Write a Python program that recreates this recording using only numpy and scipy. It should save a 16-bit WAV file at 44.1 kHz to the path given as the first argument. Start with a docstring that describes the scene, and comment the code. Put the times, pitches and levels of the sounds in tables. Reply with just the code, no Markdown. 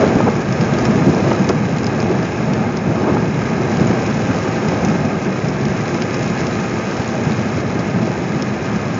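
"""Inside a car on a wet highway in the rain.
Tyres rumble through the cabin, gusts rush and buffet over the body, and the trim knocks now and then.
Road spray hisses on the body; rain sizzles on the windshield, with single fat drops ticking out.
Rumble and rush are fluttering noise, spray and rain are swarms of tiny impacts, all coloured by the
cabin's resonances. The sound is dull above 7 kHz, and its loudest peaks clip with a faint crackle."""
import sys
import numpy as np
from scipy import signal
from scipy.fft import rfft, irfft
from scipy.io import wavfile

SR = 44100
rng = np.random.default_rng(int(sys.argv[2]) if len(sys.argv) > 2 else 0)


def pcm_store(signal):
    """Save signal as 16-bit PCM."""
    levels = np.round(np.clip(np.atleast_2d(signal), -1, 1) * 32767)
    wavfile.write(sys.argv[1], SR, levels.astype(np.int16).T)


N = 396459

# Tone curve of each source: frequency_hz, gain_db
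TYRE_EQ = [(20, -61), (32, -43.5), (50, -20), (70, -13), (110, -1.5), (150, 0.5), (220, -0.5), (290, -9.5),
           (360, -10), (600, -23.5), (1500, -39), (4000, -74.5)]
AIR_EQ = [(30, -50), (80, -19), (200, -1), (350, 1.5), (500, -2), (720, -6), (850, -9.5), (1000, -12),
          (1450, -20), (2200, -27), (3000, -34), (7000, -44)]
SPRAY_EQ = [(200, -31), (700, -3.5), (1200, 1), (1500, -2), (1900, -1), (2500, -2.5), (3000, -11.5),
            (3600, -16.5), (5000, -24), (8000, -29)]
SIZZLE_EQ = [(300, -34.5), (1200, -2), (2300, -1), (3000, -4.5), (3500, -5.5), (4500, -4), (5800, -2),
             (6900, 0.5), (8000, -6.5)]
BUFFET_EQ = [(40, -34), (130, 0), (420, 4.5), (650, -5.5), (1000, -5.5), (1400, -9.5), (2000, -12),
             (3500, -9.5), (7000, -30)]
DROP_EQ = [(300, -11), (1200, -5.5), (2400, 3.5), (3300, -2.5), (4200, -4.5), (4900, -4), (5700, -3.5),
           (6900, -1), (9000, -25.5)]
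# Resonances of cabin air, panels and glass: centre_hz, width_hz, lift_db
CABIN_MODES = [(138, 7.8, 0.5), (215, 39, 1), (325.4, 30, -2), (350, 52, 2), (528, 20, 1), (642, 28, 4),
               (809, 106, 4), (896, 16, 3.5), (1138, 74, 1.5), (1230, 30, 5), (1265, 71, 3.5),
               (1380, 27, 4.5), (1360, 50, 0), (1579, 108, 6.5), (1708, 130, 4), (2120, 54, 4.5),
               (2240, 140, 1.5), (2512, 85, 3), (3934, 190, 4.5), (5240, 340, 6), (6540, 300, 1)]
# Fader rides for road roughness, gust strength and how hard it rains: time_s, relative_db
ROAD_RIDE = [(0.0, -13.5), (0.25, -13.5), (0.48, -17.5), (0.78, -11), (1.4, -15), (1.85, -16.5),
             (2.35, -17), (2.52, -15.5), (2.8, -17.5), (3.1, -15.4), (4.1, -15.0), (4.48, -18),
             (4.92, -13.5), (5.2, -18.9), (5.45, -16.5), (6.6, -19.0), (7.3, -18), (8.98, -18.5)]
GUST_RIDE = [(0.0, -11.5), (0.42, -20.0), (0.9, -15.5), (1.3, -16.0), (1.62, -20.5), (1.85, -21.0),
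             (2.05, -17.5), (2.35, -21.5), (2.55, -17), (2.8, -21.0), (3.1, -13.5), (3.28, -22),
             (3.85, -16.5), (4.22, -19.5), (4.85, -17.5), (5.25, -20.9), (7.45, -20.5), (8.98, -22)]
RAIN_RIDE = [(0.0, -34), (0.3, -37), (0.8, -34), (1.3, -34.5), (1.62, -37.5), (2.1, -36.5), (2.38, -37),
             (2.65, -39.5), (3.15, -39), (3.75, -35), (4.35, -34.5), (4.92, -35), (5.08, -38.5),
             (5.75, -36), (6.45, -34.5), (7.15, -35.5), (7.7, -37.5), (8.98, -37.5)]
# Buffets of air on the body: peak_s, level_db, length_s, cutoff_hz
BUFFET_CUES = [(.03, -15.5, 0.034, 1600), (0.167, -12, .017, 328), (.28, -14, .022, 1300),
               (1.018, -17, .015, 300), (1.083, -12, 0.031, 298), (1.316, -17, .012, 2200),
               (1.504, -14.5, .02, 1400), (2.11, -19, .025, 400), (2.91, -19, .025, 300),
               (3.104, -18.5, 0.022, 1000), (3.813, -17.5, 0.027, 230), (4.306, -16, .025, 232),
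               (7.275, -20, .03, 230), (7.97, -19, .04, 200)]
# Knocks of the cabin trim: start_s, peak_db
KNOCK_CUES = [(.2037, -4), (1.3155, -6), (3.1678, -6.5)]
# Ringing modes of the trim: pitch_hz, relative_db, t60_s
TRIM_MODES = [(554, 0.5, 0.019), (900, -0.5, .022), (1290, -4.5, 0.017)]
# Fat drops on the windshield: start_s, strength_db, ring_hz
DROP_CUES = [(0.5252, -5.5, 5200), (0.6109, -2.5, 5050), (0.7367, -7.5, 3890), (0.786, -4, 4770),
             (0.853, 1.5, 5300), (1.1474, -8, 5260), (1.491, 3, 5200), (1.784, -5, 3920),
             (1.8435, -6, 5170), (1.867, -1.5, 4900), (2.0022, -3.5, 5020), (2.535, -5, 5500),
             (2.771, -5, 5000), (3.8708, -6, 6760), (4.0644, -8, 5130), (4.6852, -4, 5050),
             (4.849, -2, 6100), (4.9002, -10, 5030), (5.4855, -8, 5250), (5.6533, -5.5, 5170),
             (6.0208, 1, 4930), (6.1433, -4, 5340), (6.2286, -8, 5000), (6.406, -4, 6860),
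             (6.4684, -5.5, 5300), (6.9111, -11, 5360), (7.0767, -7.5, 6780), (7.237, -12, 6690),
             (7.3202, -8, 3840), (7.7931, -10, 5140), (8.423, -1.5, 5400)]
# Treble roll-off of the whole mix: frequency_hz, gain_db
MASTER_EQ = [(6800, 0), (7100, -5), (7400, -14), (7700, -23.5), (8100, -32.5), (8700, -27), (9300, -49.5),
             (11000, -63)]


def gain_of(db):
    """Decibels to amplitude."""
    return 10 ** (np.asarray(db) / 20)


def unit_rms(x):
    """Scales to rms 1."""
    return x / np.sqrt(np.mean(x ** 2) + 1e-20)


def place(mix, start_s, sound):
    """Lays a sound into the mix, no earlier than time zero."""
    part = mix[max(round(start_s * SR), 0):][:len(sound)]
    part += sound[:len(part)]


def colour(x, eq, modes=(), size=8192):
    """Minimum-phase EQ: a tone curve on a log-frequency axis, plus a bell at each resonance."""
    hz = abs(np.fft.fftfreq(size, 1 / SR))
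    eq_hz, eq_db = np.transpose(eq)
    curve_db = np.interp(np.log(hz + 1), np.log(eq_hz + 1), eq_db)
    bells_db = sum(lift * 2 ** -(2 * (hz - centre) / width) ** 2 for centre, width, lift in modes)
    log_gain = np.log(gain_of(curve_db + bells_db))
    response = np.exp(np.conj(signal.hilbert(log_gain)))
    impulse = np.fft.ifft(response).real[:size // 2]
    return signal.oaconvolve(x, impulse)[:len(x)]


def ride(points, usual_db, depth):
    """Level in dB over time: the ride's swings, scaled by depth, around the usual level."""
    db = np.interp(np.arange(N) / SR, *np.transpose(points))
    return usual_db + depth * (db - db.mean())


def flutter(rate_hz):
    """Random wobble of rms 1, moving at up to about the given rate."""
    hz = np.fft.rfftfreq(N, 1 / SR)
    spectrum = rfft(rng.standard_normal(N)) * np.exp(-(hz / rate_hz) ** 2)
    return unit_rms(irfft(spectrum, N))


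def patter(per_s, spread_db):
    """Clicks at random moments; with spread, many small and a few large."""
    strength = gain_of(spread_db * np.minimum(rng.exponential(1, N), 4))
    polarity = rng.choice([-1, 1], N)
    hits = rng.random(N) < per_s / SR
    return strength * polarity * hits


def tyre_rumble(level_db):
    """The rough road shakes the cabin through the tyres."""
    shake = rng.standard_normal(N) * gain_of(1.2 * flutter(rate_hz=15))
    return gain_of(level_db) * unit_rms(colour(shake, TYRE_EQ, CABIN_MODES))


def air_rush(level_db):
    """Turbulent air rushes along the body."""
    eddies = rng.standard_normal(N) * gain_of(0.81 * flutter(rate_hz=45))
    return gain_of(level_db) * unit_rms(colour(eddies, AIR_EQ, CABIN_MODES))


def road_spray(level_db):
    """Water thrown up from the road hisses against the body in dense grains."""
    grains = patter(per_s=5000, spread_db=2)
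    return gain_of(level_db) * unit_rms(colour(grains, SPRAY_EQ, CABIN_MODES))


def splash(crack_s, tail_db, tail_s, size=2048):
    """One drop bursts in a short crack with a faint tail of droplets."""
    t = np.arange(size) / SR
    envelope = np.exp(-t / crack_s) + gain_of(tail_db) * np.exp(-t / tail_s)
    burst = rng.standard_normal(size) * envelope
    return burst / np.linalg.norm(burst)


def rain_sizzle(level_db):
    """Countless fine drops merge into a sizzle, with a patter of larger ones on top."""
    fine_drops = patter(per_s=7000, spread_db=0)
    sizzle = unit_rms(colour(fine_drops, SIZZLE_EQ, CABIN_MODES))
    larger_drops = np.zeros(N)
    for _ in range(8):  # eight splash variations, each on its own random rhythm
        hits = patter(per_s=14, spread_db=2)
        larger_drops += signal.oaconvolve(hits, splash(crack_s=0.0017, tail_db=-12, tail_s=0.006))[:N]
    ticks = unit_rms(colour(larger_drops, DROP_EQ, CABIN_MODES))
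    return gain_of(level_db) * (gain_of(1.5) * sizzle + gain_of(-2.5) * ticks)


def air_buffets():
    """Short swells of pressure thump the panels, some dull, some bright."""
    out = np.zeros(N)
    for peak_s, level_db, length_s, cutoff_hz in BUFFET_CUES:
        push = colour(rng.standard_normal(SR // 4), BUFFET_EQ)
        push = signal.sosfilt(signal.butter(4, cutoff_hz, fs=SR, output="sos"), push)
        swell = np.hanning(2 * round(length_s * SR))  # length_s up, length_s down
        thump = unit_rms(push[-len(swell):] * swell)
        place(out, peak_s - length_s, gain_of(level_db) * thump)
    return out


def trim_knocks(attack_s=0.00092):
    """A jolt knocks the trim, which rings briefly in a few damped modes."""
    out = np.zeros(N)
    t = np.arange(SR // 10) / SR
    ring = sum(gain_of(db - 60 * t / t60) * np.sin(2 * np.pi * hz * t) for hz, db, t60 in TRIM_MODES)
    ring *= 1 - np.exp(-t / attack_s)
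    for start_s, peak_db in KNOCK_CUES:
        place(out, start_s, gain_of(peak_db) * ring / abs(ring).max())
    return out


def fat_drops():
    """Each fat drop strikes the glass, splashes, and rings for a moment at its own pitch."""
    out = np.zeros(N)
    for start_s, strength_db, ring_hz in DROP_CUES:
        strike = gain_of(3.5) * splash(crack_s=0.003, tail_db=-10, tail_s=0.0069)
        strike[0] += 1  # the click of the impact itself
        ring = (ring_hz, 830, 10.5)  # centre_hz, width_hz, lift_db
        body = (2500, 2500, 1.5 + 0.5 * strength_db)  # heavier drops sound fuller
        tick = colour(strike, DROP_EQ, [ring, body])
        place(out, start_s, gain_of(strength_db) * tick / np.linalg.norm(tick))
    return out


def scene():
    """The mono cabin mix: beds of road, air and water, with thumps, knocks and drops on top."""
    flurry_db = 0.55 * flutter(rate_hz=24)  # the water arrives in uneven flurries
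    tyres = tyre_rumble(ride(ROAD_RIDE, usual_db=-19, depth=1.01))
    air = air_rush(ride(GUST_RIDE, usual_db=-22, depth=0.99))
    bumps = air_buffets() + trim_knocks()
    spray = road_spray(ride(RAIN_RIDE, usual_db=-30, depth=0.55) + 0.5 * flurry_db)
    rain = rain_sizzle(ride(RAIN_RIDE, usual_db=-39, depth=1) + flurry_db)
    return (tyres + air + bumps + spray + rain + fat_drops())[None]


def record(dry):
    """Dulls the mix above 7 kHz; the loudest peaks clip with a faint crackle, which is low-passed."""
    ceiling, knee_hardness = 0.71, 24
    drive = colour(dry[0], MASTER_EQ) / ceiling
    clipped = ceiling * drive / (1 + drive ** knee_hardness) ** (1 / knee_hardness)
    low_pass = signal.firwin(511, cutoff=15800, window=("kaiser", 9), fs=SR)
    return signal.oaconvolve(clipped, low_pass, "same")[None]


dry = scene()
out = record(dry)
pcm_store(out)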